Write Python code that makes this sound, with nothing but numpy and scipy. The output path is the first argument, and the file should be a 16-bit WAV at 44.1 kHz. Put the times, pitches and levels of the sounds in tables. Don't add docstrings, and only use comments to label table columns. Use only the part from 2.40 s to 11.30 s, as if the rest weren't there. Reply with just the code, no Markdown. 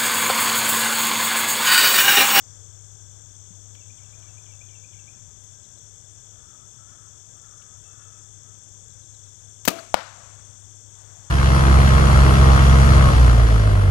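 import sys
import numpy as np
from scipy import signal
from scipy.fft import rfft, irfft, next_fast_len
from scipy.io import wavfile
from scipy.ndimage import uniform_filter1d

SR = 44100
rng = np.random.default_rng(int(sys.argv[2]) if len(sys.argv) > 2 else 0)


def to_wav(s):
    ch = np.atleast_2d(s).T
    pcm = np.round(np.clip(ch, -1, 1) * 32767)
    wavfile.write(sys.argv[1], SR, pcm.astype(np.int16))


def convert_level_to_amplitude(level_db):
    exponent = np.asarray(level_db, float) / 20
    return 10 ** exponent


N = 392490
T = np.arange(N) / SR


def rms_one(x):
    return x / np.sqrt(np.mean(x ** 2) + 1e-20)


def in_time(rows):
    s, *columns = np.transpose(rows)
    return [np.interp(T, s, c) for c in columns]


def at_hz(points, hz):
    table_hz, value = np.transpose(points)
    return np.interp(np.log(hz), np.log(table_hz), value)


def drift(rate_hz):
    r = np.exp(-80 * np.pi * rate_hz / SR)
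    slow = signal.lfilter([1], [1, -2 * r, r * r], rng.standard_normal(N // 40 + 2002))[2000:]
    return np.interp(np.arange(N) / 40, np.arange(len(slow)), rms_one(slow))


def coloured(x, spectrum):
    hz = np.maximum(np.fft.rfftfreq(len(x), 1 / SR), 1)
    return rms_one(irfft(rfft(x) * convert_level_to_amplitude(at_hz(spectrum, hz)), len(x)))


def in_bands(x, low_hz, high_hz, count):
    size = next_fast_len(len(x))
    log_hz = np.log(np.fft.rfftfreq(size, 1 / SR) + 1)
    place = np.interp(log_hz, np.log([low_hz, high_hz]), [0, count - 1])
    whole = rfft(x, size)
    for k, hz in enumerate(np.geomspace(low_hz, high_hz, count)):
        weight = np.clip(1 - abs(place - k), 0, 1)
        yield hz, irfft(whole * weight, size)[:len(x)]


def patchy(spectrum, patchy_db, rate_hz, count):
    noise = coloured(rng.standard_normal(N), spectrum)
    bands = in_bands(noise, spectrum[1][0], spectrum[-2][0], count)
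    return rms_one(sum(convert_level_to_amplitude(patchy_db * drift(rate_hz)) * band for _, band in bands))


def resonance(x, hz, width_hz):
    r = np.exp(-np.pi * width_hz / SR)
    poles = [1, -2 * r * np.cos(2 * np.pi * hz / SR), r * r]
    return signal.lfilter([(1 - r * r) / 2, 0, (r * r - 1) / 2], poles, x)


def resonance_twice(x, hz, width_hz):
    return resonance(resonance(x, hz, width_hz), hz, width_hz)


def ring(push, modes):
    out = 0
    for hz, level_db, t60_s in modes:
        r, w = convert_level_to_amplitude(-60 / (t60_s * SR)), 2 * np.pi * hz / SR
        poles = [1, -2 * r * np.cos(w), r * r]
        out = out + signal.lfilter([0, convert_level_to_amplitude(level_db) * np.sin(w)], poles, push + 1e-18)
    return out


def swell(length_s, rise_s, t60_s):
    t = np.arange(round(length_s * SR)) / SR
    return (1 - np.exp(-t / rise_s)) * convert_level_to_amplitude(-60 * t / t60_s) * (1 - t / length_s)


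def add(out, s, x):
    i = round(s * SR)
    out[i:i + len(x)] += x[:N - i]


def sine(hz):
    return np.sin(2 * np.pi * np.cumsum(hz) / SR)


def note(length_s, start_hz, end_hz):
    hz = np.linspace(start_hz, end_hz, round(length_s * SR))
    return np.hanning(len(hz)) * sine(hz)


# t/s, level/dB
HUM = [(0.0, -52.5), (0.47, -50), (1.46, -52), (2.03, -51.5), (2.85, -55.5), (4.93, -59), (5.23, -58),
       (7.88, -54), (8.11, -52.5), (8.9, -54.5)]


def hum():
    level_db = in_time(HUM)[0] + 0.74 * drift(1.1) + drift(26)
    return np.sqrt(2) * convert_level_to_amplitude(level_db) * sine(100 + 0.94 * drift(3.5))


# f/Hz, level/dB per Hz
RUMBLE = [(15, -51.5), (25, -4.5), (70, -4.5), (86, -3), (103, -2), (115, -5), (129, -5.5), (200, -20),
          (234, -17.5), (300, -42), (390, -40.5), (660, -120)]


def rumble():
    return convert_level_to_amplitude(-56.5) * patchy(RUMBLE, patchy_db=-1.5, rate_hz=2.2, count=4)


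# t/s, level/dB
BREEZE = [(0, -65), (.3, -74), (1.5, -74), (1.85, -64), (2.2, -74.5), (5, -73.5), (8.4, -79), (8.6, -61.5),
          (8.9, -62)]


def breeze():
    return in_time(BREEZE)[0]


# f/Hz, level/dB per Hz
TRAFFIC = [(150, -5.5), (250, -6), (300, -1), (490, -2.5), (600, -4), (1000, -9), (1510, -9), (1880, -13.5),
           (2300, -16), (2850, -18), (3200, -6.5), (3800, -14.5), (4400, -40.5), (5700, -41)]


def traffic():
    gust_db = np.maximum(breeze() + 76.5, 0)
    level_db = -64.5 + 0.091 * gust_db
    return convert_level_to_amplitude(level_db) * patchy(TRAFFIC, patchy_db=1.0, rate_hz=7.8, count=7)


# f/Hz, level/dB per Hz
HISS = [(5590, -30), (9500, -1.5), (10400, -2.5), (12500, 4.5), (15100, 1), (16000, -2), (16300, -15)]


def hiss():
    return convert_level_to_amplitude(-79) * coloured(rng.standard_normal(N), HISS)


# f/Hz, level/dB per Hz
LEAVES = [(300, -35.5), (600, -0.5), (1500, -1.5), (2500, -13), (5000, -13.5), (12000, -27), (16000, -25),
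          (17000, -62.5)]


def leaves():
    return convert_level_to_amplitude(breeze()) * coloured(rng.standard_normal(N), LEAVES)


# f/Hz, level/dB per Hz
CHORUS = [(2470, -63), (4200, -24), (5250, -14.5), (5540, -4.5), (5800, 0.5), (6530, 1.5), (6910, 0.5),
          (7520, -0.5), (7940, -3), (8900, -20), (9080, -25), (9400, -35), (10500, -42.5), (13600, -68),
          (22000, -120)]


def chorus():
    return convert_level_to_amplitude(-51.5) * patchy(CHORUS, patchy_db=0.9, rate_hz=35, count=10)


# f/Hz, width/Hz, level/dB, pulse rate/Hz, pulse depth/0-1
SINGERS = [(6420, 94, -60.5, 100, 0.3), (7180, 190, -66, 68, 0.7), (7470, 58, -65, 56, 1),
           (6000, 32, -67, 95, 0.44), (8280, 47, -70, 40, 0.3), (3145, 50, -83, 71, 0.1),
           (1597, 17.4, -79.5, 30, 0.02), (2600, 40, -88, 40, 0.44)]


def singers():
    out = 0
    for hz, width_hz, level_db, pulse_hz, depth in SINGERS:
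        throb = 1 + depth * sine(pulse_hz * (1 + 0.032 * drift(0.98)))
        voice = rms_one(resonance_twice(rng.standard_normal(N), hz, width_hz))
        out = out + convert_level_to_amplitude(level_db + 1.1 * drift(0.43)) * throb * voice
    return out


def cricket(ahead, stroke_hz, hz, fall_hz, duty, blur):
    stroke = (stroke_hz * T + in_time(ahead)[0] + 0.5) % 1 - 0.5
    shape = np.cos(np.pi * np.clip(stroke / duty, -0.5, 0.5)) ** 2
    pitch_hz = hz - fall_hz * stroke / duty + 8 * drift(29)
    tone = shape * convert_level_to_amplitude(1.02 * drift(32)) * sine(pitch_hz)
    smear = resonance_twice(rng.standard_normal(N), hz - 30, 151)
    return rms_one(rms_one(tone) + blur * rms_one(smear))


# t/s, lead on steady beat/strokes
LOW_AHEAD = [(0, .13), (2.75, .04), (3.25, -.1), (4.25, -.13), (6, .13), (7.2, .33), (7.6, .8), (8.9, 1.12)]


def low_cricket():
    return convert_level_to_amplitude(-68.5) * cricket(LOW_AHEAD, 45, hz=3470, fall_hz=220, duty=0.85, blur=0.3)


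# t/s, lead on steady beat/strokes
HIGH_AHEAD = [(0, -.4), (2.75, -.6), (3.75, -.92), (5.25, -.97), (7.2, -.85), (7.6, -.6), (8.9, -.71)]
# t/s, level/dB
HIGH_CRICKET = [(1.5, -92), (2.5, -75), (5, -68), (8, -66.5), (8.9, -72)]


def high_cricket():
    strokes = cricket(HIGH_AHEAD, 19.7, hz=8594, fall_hz=60.15, duty=0.3, blur=0.47)
    return convert_level_to_amplitude(in_time(HIGH_CRICKET)[0]) * strokes


def trill():
    out = np.zeros(N)
    for k in range(15):
        add(out, k / 58 + 0.004, convert_level_to_amplitude(-59.5 - 0.5 * k) * note(0.014, 5400, 4400))
    return out * convert_level_to_amplitude(1.5 * drift(30))


def bump():
    out = np.zeros(N)
    add(out, 1.105, convert_level_to_amplitude(-45.5) * ring(swell(0.1, 0.001, 0.01), [(182, -20, 0.066)]))
    return out


# t after start/s, length/s, start f/Hz, end f/Hz, level/dB
WREN = [
    (-.006, 0.0223, 3775, 2590, -5),
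    (0, 0.026, 2600, 2030, -7.5),
    (0.026, 0.041, 2440, 2240, -8),
    (0.053, .046, 2850, 2500, -6.5),
    (0.144, 0.0318, 2152, 2670, -2),
]
# t/s, level/dB
PHRASES = [(1.345, -53), (1.578, -53.5), (1.82, -53), (2.057, -50.5), (2.284, -49.5), (2.525, -50)]


def wren():
    out = np.zeros(N)
    for s, phrase_db in PHRASES:
        for after_s, length_s, start_hz, end_hz, note_db in WREN:
            level_db = phrase_db + note_db + rng.normal(0, 0.75)
            add(out, s + after_s, convert_level_to_amplitude(level_db) * note(length_s, start_hz, end_hz))
    return out


# t/s, peak level/dB, centre f/Hz, width/Hz, t60/s
TICKS = [
    (1.35, -50, 2500, 2500, .03),
    (2.121, -52, 10000, 6000, 0.012),
    (3.035, -59, 6000, 7900, .08),
    (5.217, -53.5, 2950, 500, 0.054),
    (5.217, -65, 4000, 5000, .05),
    (7.385, -37.5, 1210, 300, 0.082),
    (7.39, -38, 4300, 500, 0.0307),
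]


def ticks():
    out = np.zeros(N)
    for s, peak_db, hz, width_hz, t60_s in TICKS:
        snap = rms_one(resonance(rng.standard_normal(SR // 10), hz, width_hz))
        add(out, s, convert_level_to_amplitude(peak_db) * snap * swell(0.1, 0.001, t60_s))
    return out


# t/s, level/dB
CHIPS = [(1.685, -58), (1.815, -59), (3.225, -53), (3.36, -54), (5.054, -64), (6.49, -55), (6.609, -52),
         (6.729, -53), (6.845, -53), (6.965, -59)]


def chips():
    out = np.zeros(N)
    for s, chip_db in CHIPS:
        add(out, s, convert_level_to_amplitude(chip_db - 10) * note(0.04, 4500, 3400))
    return out


def through_leaves(calls):
    blur = convert_level_to_amplitude(-31) * swell(0.5, 0.001, 0.07)
    echo = convert_level_to_amplitude(-41) * swell(0.5, 0.01, 1.2)
    response = rng.standard_normal(SR // 2) * (blur + echo)
    return calls * convert_level_to_amplitude(2.5 * drift(150) - 1.5) + signal.fftconvolve(calls, response)[:N]


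# f/Hz, width/Hz, level/dB
CROW_THROAT = [(1300, 270, 4), (1694, 93, -2)]
# t/s, length/s, level/dB
CAWS = [
    (3.863, 0.44, -66),
    (4.34, 0.44, -64),
    (4.932, 0.47, -62.5),
    (5.45, .42, -61.5),
    (6.023, 0.2, -70),
]


def crow():
    cycles = np.cumsum(330 * (1 + 0.044 * drift(60) + 0.063 * drift(3))) / SR
    pulses = np.diff(np.floor(cycles), prepend=0) * convert_level_to_amplitude(2.6 * rng.standard_normal(N))
    source = rms_one(pulses) + 0.96 * rng.standard_normal(N)
    voice = sum(convert_level_to_amplitude(db) * resonance_twice(source, hz, width_hz) for hz, width_hz, db in CROW_THROAT)
    effort = np.zeros(N)
    for s, length_s, caw_db in CAWS:
        part = np.linspace(0, 1, round(length_s * SR))
        shape_db = np.interp(part, [0, 0.25, 0.6, 1], [-7, 0, 0, -7])
        add(effort, s, convert_level_to_amplitude(caw_db + shape_db))
    return uniform_filter1d(effort, size=1500) * convert_level_to_amplitude(2 * drift(17)) * rms_one(voice)


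# t/s, length/s, start f/Hz, level/dB
WHISTLES = [
    (5.437, .17, 2680, -62),
    (5.59, .15, 2680, -67),
    (5.725, .12, 2600, -68),
]


def whistles():
    out = np.zeros(N)
    for s, length_s, start_hz, level_db in WHISTLES:
        part = np.linspace(0, 1, round(length_s * SR), endpoint=False)
        tone = sine(start_hz - 140 * part ** 2)
        add(out, s, convert_level_to_amplitude(level_db) * swell(length_s, 0.013, 3.8) * tone)
    return out * convert_level_to_amplitude(1.5 * drift(30))


# f/Hz, level/dB per Hz
FRACTURE = [(700, -3), (1200, -1.5), (2400, -1.5), (4200, -3), (7000, -3.5), (9000, -9), (11000, -10.5),
            (13500, -4.5), (15500, -9.5), (16300, -23.5), (17500, -63)]


def fracture(level_db, rise_s, t60_s):
    uneven_db = 3 * np.minimum(rng.exponential(1, SR // 10), 4)
    grains = rng.standard_normal(SR // 10) * convert_level_to_amplitude(uneven_db)
    return convert_level_to_amplitude(level_db) * coloured(grains, FRACTURE) * swell(0.1, rise_s, t60_s)


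# f/Hz, t60/s
ECHO_T60 = [(150, 0.43), (500, 0.71), (1400, 1.04), (3500, 0.97), (8000, 1.1), (15000, 0.51)]


def scatter(spectrum, rise_s, shorten):
    noise = coloured(rng.standard_normal(SR) * convert_level_to_amplitude(1.5 * drift(149.5)[:SR]), spectrum)
    bands = in_bands(noise, 150, 15200, count=12)
    return sum(band * swell(1, rise_s, shorten * at_hz(ECHO_T60, hz)) for hz, band in bands)


# t/s, level/dB, rise/s, t60/s
RIPS = [
    (7.251, -20, .001, .022),
    (7.2545, -26, .0006, .025),
    (7.261, -40, .001, .06),
    (7.272, -27, .005, .05),
]
# t/s, level/dB, rise/s, t60/s, push on block/dB
CONTACTS = [
    (7.2771, -11.5, 0.00017, 0.024, -2.5),
    (7.279, -15.5, .0007, 0.022, -13.5),
    (7.2813, -8.5, 0.00032, 0.029, -4.5),
    (7.2835, -21.5, 0.00041, 0.057, -4),
    (7.302, -28.5, 0.0013, 0.045, -4.5),
    (7.315, -32, 0.0024, 0.035, -2),
    (7.33, -43, .001, .03, -10),
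    (7.359, -49, .002, 0.035, 1),
]
# f/Hz, level/dB, t60/s
BLOCK = [(196, -11, .08), (263, -8, .1), (300, -8.5, 0.091), (339, -8, 0.23), (599, 1.5, .07),
         (687, 0, .04), (916, -11, 0.035), (1225, -9.5, 0.11), (1330, -13.5, .05), (2450, -5, .06),
         (2980, -14.5, .04), (4100, -15.5, .02)]
# f/Hz, level/dB per Hz
HIT_TAIL = [(71, -63.5), (120, -18.5), (314, -3.5), (493, -14), (670, -7.5), (856, -23), (1290, -19),
            (1790, -26), (2380, -23), (6500, -31.5), (16000, -39.5)]


def arrow():
    push, out = np.zeros(N), np.zeros(N)
    for s, level_db, rise_s, t60_s in RIPS:
        add(out, s, signal.lfilter([1, -0.8], [1, -0.4], fracture(level_db, rise_s, t60_s)))
    for s, level_db, rise_s, t60_s, push_db in CONTACTS:
        add(out, s, fracture(level_db, rise_s, t60_s))
        add(push, s, convert_level_to_amplitude(level_db + push_db - 5.5) * swell(0.1, 0.00016, 0.0014))
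    add(out, 7.28, convert_level_to_amplitude(-29) * scatter(HIT_TAIL, rise_s=0.0034, shorten=0.63))
    quiver = swell(0.16, 0.04, 0.8)
    shaft = np.sin(2 * np.pi * 665 * np.arange(len(quiver)) / SR)
    add(out, 7.31, convert_level_to_amplitude(-31) * quiver * shaft)
    thud = ring(np.diff(push, prepend=0) + 0.23 * push, BLOCK)
    return out - signal.lfilter(*signal.butter(2, 110, "high", fs=SR), thud)


# f/Hz, level/dB, t60/s
SLAP = [(194.5, -17.5, 0.056), (300, -17.5, 0.031), (500, -22.5, 0.0097), (718, 4, 0.0073),
        (913, -8.5, 0.0097), (1307, -23, 0.014)]
# f/Hz, level/dB per Hz
ECHO = [(120, -46), (200, -0.5), (249, -20), (322, -4.5), (353, -27.5), (519, -2), (1400, -3.5),
        (1980, -11), (5420, -17.5), (8900, -30), (16000, -41)]
# delay/s, level/dB
RETURNS = [(.014, -30), (.039, -39.5), (.043, -36), (.047, -35), (0.052, -25), (.07, -40), (.098, -39),
           (.128, -46)]


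def slap():
    slap_s, level_db = 7.5422, -5.5
    out, click = np.zeros(N), np.zeros(SR // 8)
    click[0] = convert_level_to_amplitude(level_db)
    click[round(0.00044 * SR)] = -convert_level_to_amplitude(level_db + 2)
    crack = coloured(rng.standard_normal(len(click)), ECHO)
    crack *= convert_level_to_amplitude(-16) * swell(len(click) / SR, 0.001, 0.039)
    direct = ring(click, SLAP) + crack
    add(direct, 0, resonance(fracture(-4, 0.0001, 0.005), 7500, 12000))
    add(out, slap_s, direct)
    for delay_s, return_db in RETURNS:
        add(out, slap_s + delay_s, convert_level_to_amplitude(return_db) * resonance(direct, 1310, 2500))
    add(out, slap_s, convert_level_to_amplitude(-26) * scatter(ECHO, rise_s=0.016, shorten=0.47))
    add(out, slap_s, convert_level_to_amplitude(-43.5) * scatter(ECHO, rise_s=0.083, shorten=2.6))
    return out


def scene():
    floor = hum() + rumble() + traffic() + hiss() + leaves()
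    insects = chorus() + singers() + low_cricket() + high_cricket()
    birds = trill() + through_leaves(wren() + chips()) + crow() + whistles()
    mono = floor + insects + birds + bump() + ticks() + arrow() + slap()
    return np.array([2 * mono, 0 * mono])


def low_pass(x):
    return signal.sosfilt(signal.butter(12, 15750, fs=SR, output="sos"), x)


def record(dry):
    dry = signal.sosfilt(signal.butter(2, 55, "high", fs=SR, output="sos"), dry)
    over_db = np.maximum(20 * np.log10(np.abs(dry[0]) + 1e-9) + 3, 0)
    fall_db = 40 * T
    held_db = np.maximum.accumulate(over_db + fall_db) - fall_db
    duck_db = signal.lfilter([0.004], [1, -0.996], held_db)
    return low_pass(np.clip(dry * convert_level_to_amplitude(-0.4 * duck_db), -1, 1))


dry = scene()
out = record(dry)
to_wav(out)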